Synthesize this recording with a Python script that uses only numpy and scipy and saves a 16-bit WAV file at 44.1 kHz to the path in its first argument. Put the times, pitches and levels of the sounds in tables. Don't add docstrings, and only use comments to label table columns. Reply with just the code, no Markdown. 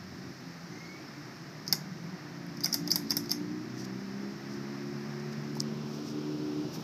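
import sys
import numpy as np
from scipy import signal
from scipy.fft import rfft, irfft, next_fast_len
from scipy.io import wavfile
from scipy.ndimage import map_coordinates

SR = 44100
rng = np.random.default_rng(int(sys.argv[2]) if len(sys.argv) > 2 else 0)


def file_out(sig):
    cols = np.atleast_2d(sig).T
    lim = np.clip(cols, -1, 1)
    pcm = np.round(lim * 32767).astype(np.int16)
    wavfile.write(sys.argv[1], SR, pcm)


N = 301203

# f/Hz, bandwidth/Hz, level/dB
SNAP_MODES = [(10940, 2000, -3), (11580, 370, 0.5), (13060, 1800, 0.5), (14200, 730, 4.5), (15300, 560, 0)]


def amp(db):
    return 10 ** (np.asarray(db) / 20)


def unit(x):
    return x / np.sqrt(np.mean(x ** 2) + 1e-20)


def along(points, hz):
    f, values = np.transpose(points)
    return np.interp(np.log(hz + 1), np.log(f + 1), values)


def curves(rows):
    times, *columns = np.transpose(rows)
    return [np.interp(np.arange(N) / SR, times, column) for column in columns]


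def ramp(at, length):
    return .5 + .5 * np.tanh((np.arange(N) / SR - at) / length)


def bell(at, half_width):
    return np.exp(-((np.arange(N) / SR - at) / half_width) ** 2)


def wobble(rate):
    return map_coordinates(rng.standard_normal(int(N * rate / SR) + 4), [np.arange(N) * rate / SR])


def filtered(x, response):
    size = next_fast_len(len(x) + SR // 4)
    return irfft(rfft(x, size) * response(np.fft.rfftfreq(size, 1 / SR)), size)[:len(x)]


def resonate(x, modes):
    return filtered(x, lambda f: sum(
        (-1) ** k * amp(db) * 1j * f * width / (centre ** 2 - f ** 2 + 1j * f * width)
        for k, (centre, width, db) in enumerate(modes)))


def noise(spectrum):
    return unit(filtered(rng.standard_normal(N), lambda hz: amp(along(spectrum, hz))))


def tone(hz, rough, rate, smear=1):
    phase = 2 * np.pi * (np.cumsum(hz) / SR + smear * rng.standard_normal())
    in_phase = (1 + rough * wobble(rate)) * np.sin(phase)
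    quadrature = rough * wobble(rate) * np.cos(phase)
    return unit(in_phase + quadrature)


def add(track, s, sound):
    part = track[round(s * SR):][:len(sound)]
    part += sound[:len(part)]


def surroundings():
    # f/Hz, relative density/dB
    street_bass = [(25, -25), (40, -12), (55, -10), (80, -2), (100, 2), (150, -11), (300, -60)]
    distant_rumble = [(50, -70), (80, -34), (105, -13), (135, -2.5), (175, -3), (230, -6), (290, -6),
                      (370, -7), (425, -16.5), (600, -59), (1200, -92)]
    air_facing_wall = [(260, -33), (450, -3), (748, 0), (841, -3), (1030, -3), (1240, -1.5), (1400, -3),
                       (1890, -1.5), (3300, -16.5), (4290, -23.5), (7260, -120)]
    air_facing_ground = [(260, -37), (450, -4), (596, -8), (1420, -12.5), (1550, -15), (2030, -19),
                         (2760, -18), (4200, -22.5), (5460, -70), (9240, -120)]
    hiss_spectrum = [(1760, -54), (3000, -19), (3630, -8), (5330, 2.5), (7870, -21), (9940, -26.5),
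                     (12900, -17.5), (14700, -25.5), (15400, -16)]
    # t/s, air level/dB, hiss level/dB
    ambient_levels = [(0.0, -54, -57), (0.78, -52.5, -56), (2.47, -52, -57.5), (3.1, -52.5, -54),
                      (3.46, -52, -57), (5.23, -50, -55.5), (5.84, -51, -56), (6.83, -49.5, -54.5)]
    # t/s, level/dB
    rumble_levels = [(0, -50), (1.1, -49.5), (1.8, -45), (2.35, -49), (3.0, -45), (4.4, -48.5),
                     (5.4, -48.5), (6.1, -46.5), (6.83, -44.5)]
    air_db, hiss_db = curves(ambient_levels)
    tilt = ramp(5.6, 0.19)
    air = np.sqrt(1 - tilt) * noise(air_facing_wall) + np.sqrt(tilt) * noise(air_facing_ground)
    rumble = amp(curves(rumble_levels)[0] + 2.1 * wobble(15)) * noise(distant_rumble)
    bass = amp(-67) * noise(street_bass)
    air *= amp(air_db + 0.5 + 0.35 * wobble(8.5))
    hiss = amp(hiss_db + 0.72) * noise(hiss_spectrum)
    return bass + rumble + air + hiss


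def drones():
    hums = [(-.1, 0.34, 189, -53.5), (-.1, 0.34, 91.4, -58), (0.16, 0.71, 259.6, -55.5),
            (0.437, 0.903, 167.1, -50.5), (0.667, 0.872, 296, -52.5), (1.143, 1.3, 295, -45.5),
            (1.15, 1.335, 146, -48), (1.437, 2.719, 146, -52), (1.679, 2.185, 169, -47),
            (1.752, 1.979, 192.3, -42.5), (2.039, 2.183, 185.4, -43), (2.777, 3.018, 170.7, -43),
            (2.293, 2.746, 171.2, -51)]
    t, track = np.arange(N) / SR, np.zeros(N)
    for start, end, hz, db in hums:
        swell = ramp(start + 0.026, 0.008) * (1 - ramp(end - .03, 0.0075))
        sag = 1 - .06 * (t - (start + end) / 2)
        track += amp(db) * swell * tone(hz * sag, rough=0.49, rate=20)
    return track


def squeal():
    # t/s, f/Hz, level/dB
    glide = [(.62, 1990, -78), (.76, 2097, -57), (.85, 2160, -52.5), (.95, 2230, -53), (1.01, 2290, -60),
             (1.07, 2330, -73)]
    harmonics = [(2, .88, .03, -62), (3, .77, 0.13, -65.5)]
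    hz, db = curves(glide)
    sounding = ramp(0.65, .03) * (1 - ramp(1.4, .02))
    track = amp(db) * tone(hz, rough=.55, rate=160)
    for multiple, s, half_width, level_db in harmonics:
        track += amp(level_db) * bell(s, half_width) * tone(multiple * hz, rough=1.2, rate=250)
    return sounding * track


def contact(modes, rattle, t60):
    t = np.arange(SR // 16) / SR
    force = rattle * rng.standard_normal(len(t)) * amp(-60 * t / t60)
    force[0] += 1
    varied = [(hz * rng.normal(1, 0.012), width, db + rng.normal(0, 1.5)) for hz, width, db in modes]
    sound = resonate(force, varied)
    return sound / np.abs(sound).max()


def click(db, snap_db, knock_db, chatter_db, top_hz=6520, pitch=1, wet_db=-9.5):
    # f/Hz, bandwidth/Hz, level/dB
    button_modes = [(4590, 320, -9.5), (5170, 460, 4.5), (5650, 600, 0), (6070, 330, -2), (6870, 360, -12),
                    (7000, 520, -17)]
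    panel_modes = [(630, 210, 17), (966, 260, 17), (1430, 200, 14), (2000, 310, 18), (3670, 430, 8.5)]
    t = np.arange(SR // 16) / SR
    band = signal.butter(4, [pitch * 4270, top_hz], "bandpass", fs=SR, output="sos")
    tuned = [(pitch * hz, width, level) for hz, width, level in button_modes]
    ring = signal.sosfilt(band, contact(tuned, rattle=amp(chatter_db), t60=0.026))
    snap = amp(snap_db) * contact(SNAP_MODES, rattle=0.85, t60=0.015)
    knock = amp(knock_db) * contact(panel_modes, rattle=.6, t60=.07)
    onset = 1 - np.exp(-t / 0.00016)
    return porch(amp(db + 4) * onset * (ring + snap + knock), wet_db)


def porch(x, wet_db):
    # f/Hz, T60/s
    decay_times = [(300, 0.44), (2000, 0.47), (3500, 0.39), (5200, 0.19), (7000, 0.24), (9000, 0.15),
                   (13000, 0.2)]
    # f/Hz, level/dB
    tail_colour = [(2000, -2.5), (4400, -4.5), (5300, 1.5), (6700, 6), (8300, 6), (9700, -2), (11500, 9),
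                   (14000, -8.5)]
    hz, t, spectra = signal.stft(rng.standard_normal(SR // 3), SR, nperseg=256)
    tail_db = along(tail_colour, hz)[:, None] - 60 * t / along(decay_times, hz)[:, None]
    tail = signal.istft(spectra * amp(tail_db), SR, nperseg=256)[1]
    impulse_response = np.concatenate([[1], np.zeros(SR // 300), amp(wet_db) * tail / np.linalg.norm(tail)
                                       ])
    return signal.fftconvolve(x, impulse_response)


def squeak():
    rim_hz, half_width_s = 4900, 0.0037
    t = np.arange(SR // 16) / SR
    friction = rng.standard_normal(len(t))
    rim = unit(resonate(resonate(friction, [(rim_hz, 450, 0)]), [(rim_hz, 900, 0)]))
    rasp = amp(-11.5) * unit(resonate(friction, SNAP_MODES))
    return (rim + rasp) * np.exp(-((t - t.mean()) / half_width_s) ** 2)


def button():
    # t/s, level/dB, chatter/dB, knock/dB, squeak/dB, squeak lead/s,
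    # bounce delay/s, bounce re landing/dB, frequency ratio, snap/dB
    presses = [(1.6786, -24.5, -21, -28, -63, .0055, 0.01, -19, 0.98, -15),
               (2.643, -17, -13, -23, -30, 0.0029, 0.015, -2, .96, -11),
               (2.727, -21, -17, -35, -48, 0.0049, 0.0041, -8, 1, -14),
               (2.9146, -14, -6, -22, -27, .0062, .004, -17, 0.995, -9),
               (3.106, -16, -17, -24, -37, 0.0051, 0.0112, -4, 1.004, -10.5),
               (3.3154, -15, -20, -25, -29.5, 0.0056, 0.015, -23, 1, -10)]
    # t/s, level/dB, chatter/dB, frequency ratio,
    # snap/dB, knock/dB
    springs = [(1.726, -10, -32, 0.97, -7, -21.5), (2.742, -16, -24, 0.967, -4.5, -21),
               (2.9576, -17, -19.5, 0.987, -3, -17), (3.1682, -20, -8, 1, 2, -16.5)]
    # t/s, level/dB
    touches = [(1.666, -42), (2.5701, -41), (2.6062, -33), (2.8758, -26), (3.2395, -40), (3.258, -41),
               (3.294, -30.5)]
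    # f/Hz, gain/dB
    click_colour = [(2400, 0), (3050, -3), (3650, 4.5), (4200, 0.5), (5200, -1.5), (6800, 1), (7800, 0.5),
                    (8800, 2.5), (9700, -9), (10800, -1.5), (12700, 2), (15000, -3)]
    track = np.zeros(N)
    for s, db, chatter_db, knock_db, squeak_db, lead, delay, bounce_db, pitch, snap_db in presses:
        rub = amp(squeak_db) * squeak()
        add(track, s - lead - len(rub) / 2 / SR, rub)
        add(track, s, click(db, snap_db, knock_db, chatter_db, pitch=pitch))
        bounce = click(db + bounce_db, snap_db=-7.5, knock_db=-16.5, chatter_db=-23.5, pitch=1.044)
        add(track, s + delay, bounce)
    for s, db, chatter_db, pitch, snap_db, knock_db in springs:
        for delay, drop_db in [(0, 0), (0.0034, 7.5)]:
            blow = click(db - drop_db, snap_db, knock_db, chatter_db, top_hz=9600, pitch=pitch, wet_db=-11)
            add(track, s + delay, blow)
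    for s, db in touches:
        add(track, s, click(db, snap_db=-10.5, knock_db=-16, chatter_db=-18))
    return filtered(track, lambda hz: amp(along(click_colour, hz)))


def engine():
    # t/s, firing f/Hz
    firing_rate = [(2.2, 59.8), (2.47, 57.04), (2.56, 57.73), (2.74, 56.1), (2.97, 61.67), (3.06, 54.5),
                   (3.19, 58.9), (3.23, 57.3), (3.77, 63.42), (4.51, 69), (5.33, 72.9), (5.85, 73.63),
                   (6.42, 75.27), (6.54, 74.7), (6.83, 75.5)]
    # t/s, level/dB
    effort = [(2.0, -75), (2.3, -56), (2.6, -50), (2.95, -46.5), (3.4, -46.5), (3.7, -46.5), (4.25, -47.5),
              (4.9, -49), (5.65, -46), (6.05, -49), (6.16, -44.5), (6.63, -43), (6.83, -53)]
    # t/s, half-width/s, depth/dB
    dips = [(2.987, 0.021, 1), (4.387, 0.071, 7.5), (6.068, 0.04, 3.5), (6.708, 0.035, 17)]
    orders = [(1, -6), (2, -1), (2.5, -15.5), (3, 2.5), (3.5, -7), (4, 1), (4.5, -15.5), (5, 0), (5.5, -11),
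              (6, -5)]
    # t/s, half-width/s, multiple, depth/dB
    fades = [(3.277, 0.085, 3, 11), (3.464, 0.039, 4, 7), (3.675, 0.064, 3, 13), (4.296, 0.1, 2, 6),
             (4.104, 0.086, 5, 30), (4.347, 0.17, 3.5, 8), (5.237, 0.24, 4, 19), (5.3, 0.48, 6, 5),
             (5.76, 0.13, 4, 19), (6.35, 0.78, 2, 4), (6.422, 0.24, 3, 9.5)]
    # f/Hz, bandwidth/Hz, level/dB
    standing_waves = [(126.6, 8.1, 1), (144.65, 11.5, 7.5), (177.7, 11.5, 0), (201.3, 41, 2.5),
                      (218, 23, 0.5), (246, 32, -1), (284, 25.5, 3), (298.7, 15.7, 5), (340, 20, -7),
                      (343, 96, 2), (404.8, 13, 2), (450.8, 22.5, -8)]
    firing_hz, = curves(firing_rate)
    effort_db = curves(effort)[0] - sum(depth * bell(s, span) for s, span, depth in dips)
    track = np.zeros(N)
    for multiple, db in orders:
        hz = multiple * firing_hz
        modal_power = sum((amp(peak_db) / (1 + (2 * (hz - centre) / width) ** 2)) ** 2
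                          for centre, width, peak_db in standing_waves)
        lift = np.sqrt(modal_power + amp(-21) ** 2)
        fade_db = sum(depth * bell(s, span) for s, span, order, depth in fades if order == multiple)
        partial = tone(hz, rough=.25, rate=22, smear=0.16)
        track += amp(db - fade_db + 0.9 * wobble(6.3)) * lift * partial
    return amp(effort_db) * track


def ticks():
    # t/s, level/dB, relative treble/dB
    impacts = [(2.466, -53, 2), (5.2, -47, -14), (5.554, -44, -7), (5.6, -36, -14), (5.6025, -41, -7),
               (5.604, -18.5, -28)]
    track = np.zeros(N)
    band = signal.butter(3, [4550, 8400], "bandpass", fs=SR, output="sos")
    for s, db, treble_db in impacts:
        ring = contact([(5160, 840, 26), (6860, 1100, -13), (7525, 570, -13)], rattle=0.045, t60=0.012)
        treble = amp(treble_db) * contact([(11220, 1700, 1), (14000, 1600, -4)], rattle=.05, t60=.004)
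        add(track, s, amp(db + 8) * (signal.sosfilt(band, ring) + treble))
    return track


def scuffs():
    # t/s, half-width/s, level/dB, relative treble/dB
    strokes = [(3.801, 0.05, -49.5, -20), (3.85, 0.0095, -44.5, -21), (4.532, 0.053, -55.5, -24),
               (5.33, .009, -50.5, -15), (5.569, 0.019, -57, -3), (5.617, 0.0093, -48, -9),
               (5.949, 0.093, -56, -14), (6.086, 0.06, -50.5, -21), (6.75, 0.03, -47.5, -8),
               (6.808, 0.043, -58, -8)]
    t, track = np.arange(SR // 4) / SR, np.zeros(N)
    for s, half_width, db, treble_db in strokes:
        grains = rng.standard_normal(len(t)) * rng.standard_normal(len(t))
        rub = unit(resonate(grains, [(5280, 1100, 13.8), (5970, 1900, 6.1)]))
        treble = amp(treble_db) * unit(resonate(grains, [(11100, 1600, 0), (14000, 4400, 0)]))
        swell = np.exp(-2 * ((t - t.mean()) / half_width) ** 2)
        add(track, s - t.mean(), amp(db) * (rub + treble) * swell)
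    return track


def shoe_tap():
    # t/s, peak level/dB
    footfalls = [(5.568, -36)]
    track = np.zeros(N)
    for s, db in footfalls:
        add(track, s, amp(db) * contact([(790, 290, 8.9), (998, 300, 2.4)], rattle=.1, t60=0.03))
    return track


def scene():
    foreground = button() + ticks() + shoe_tap() + scuffs()
    return (foreground + squeal() + engine() + drones() + surroundings())[None]


def record(dry):
    cutoff_hz = 15320
    return np.array([filtered(x, lambda hz: 1 / (1 + (hz / cutoff_hz) ** 110)) for x in dry])


dry = scene()
out = record(dry)
file_out(out)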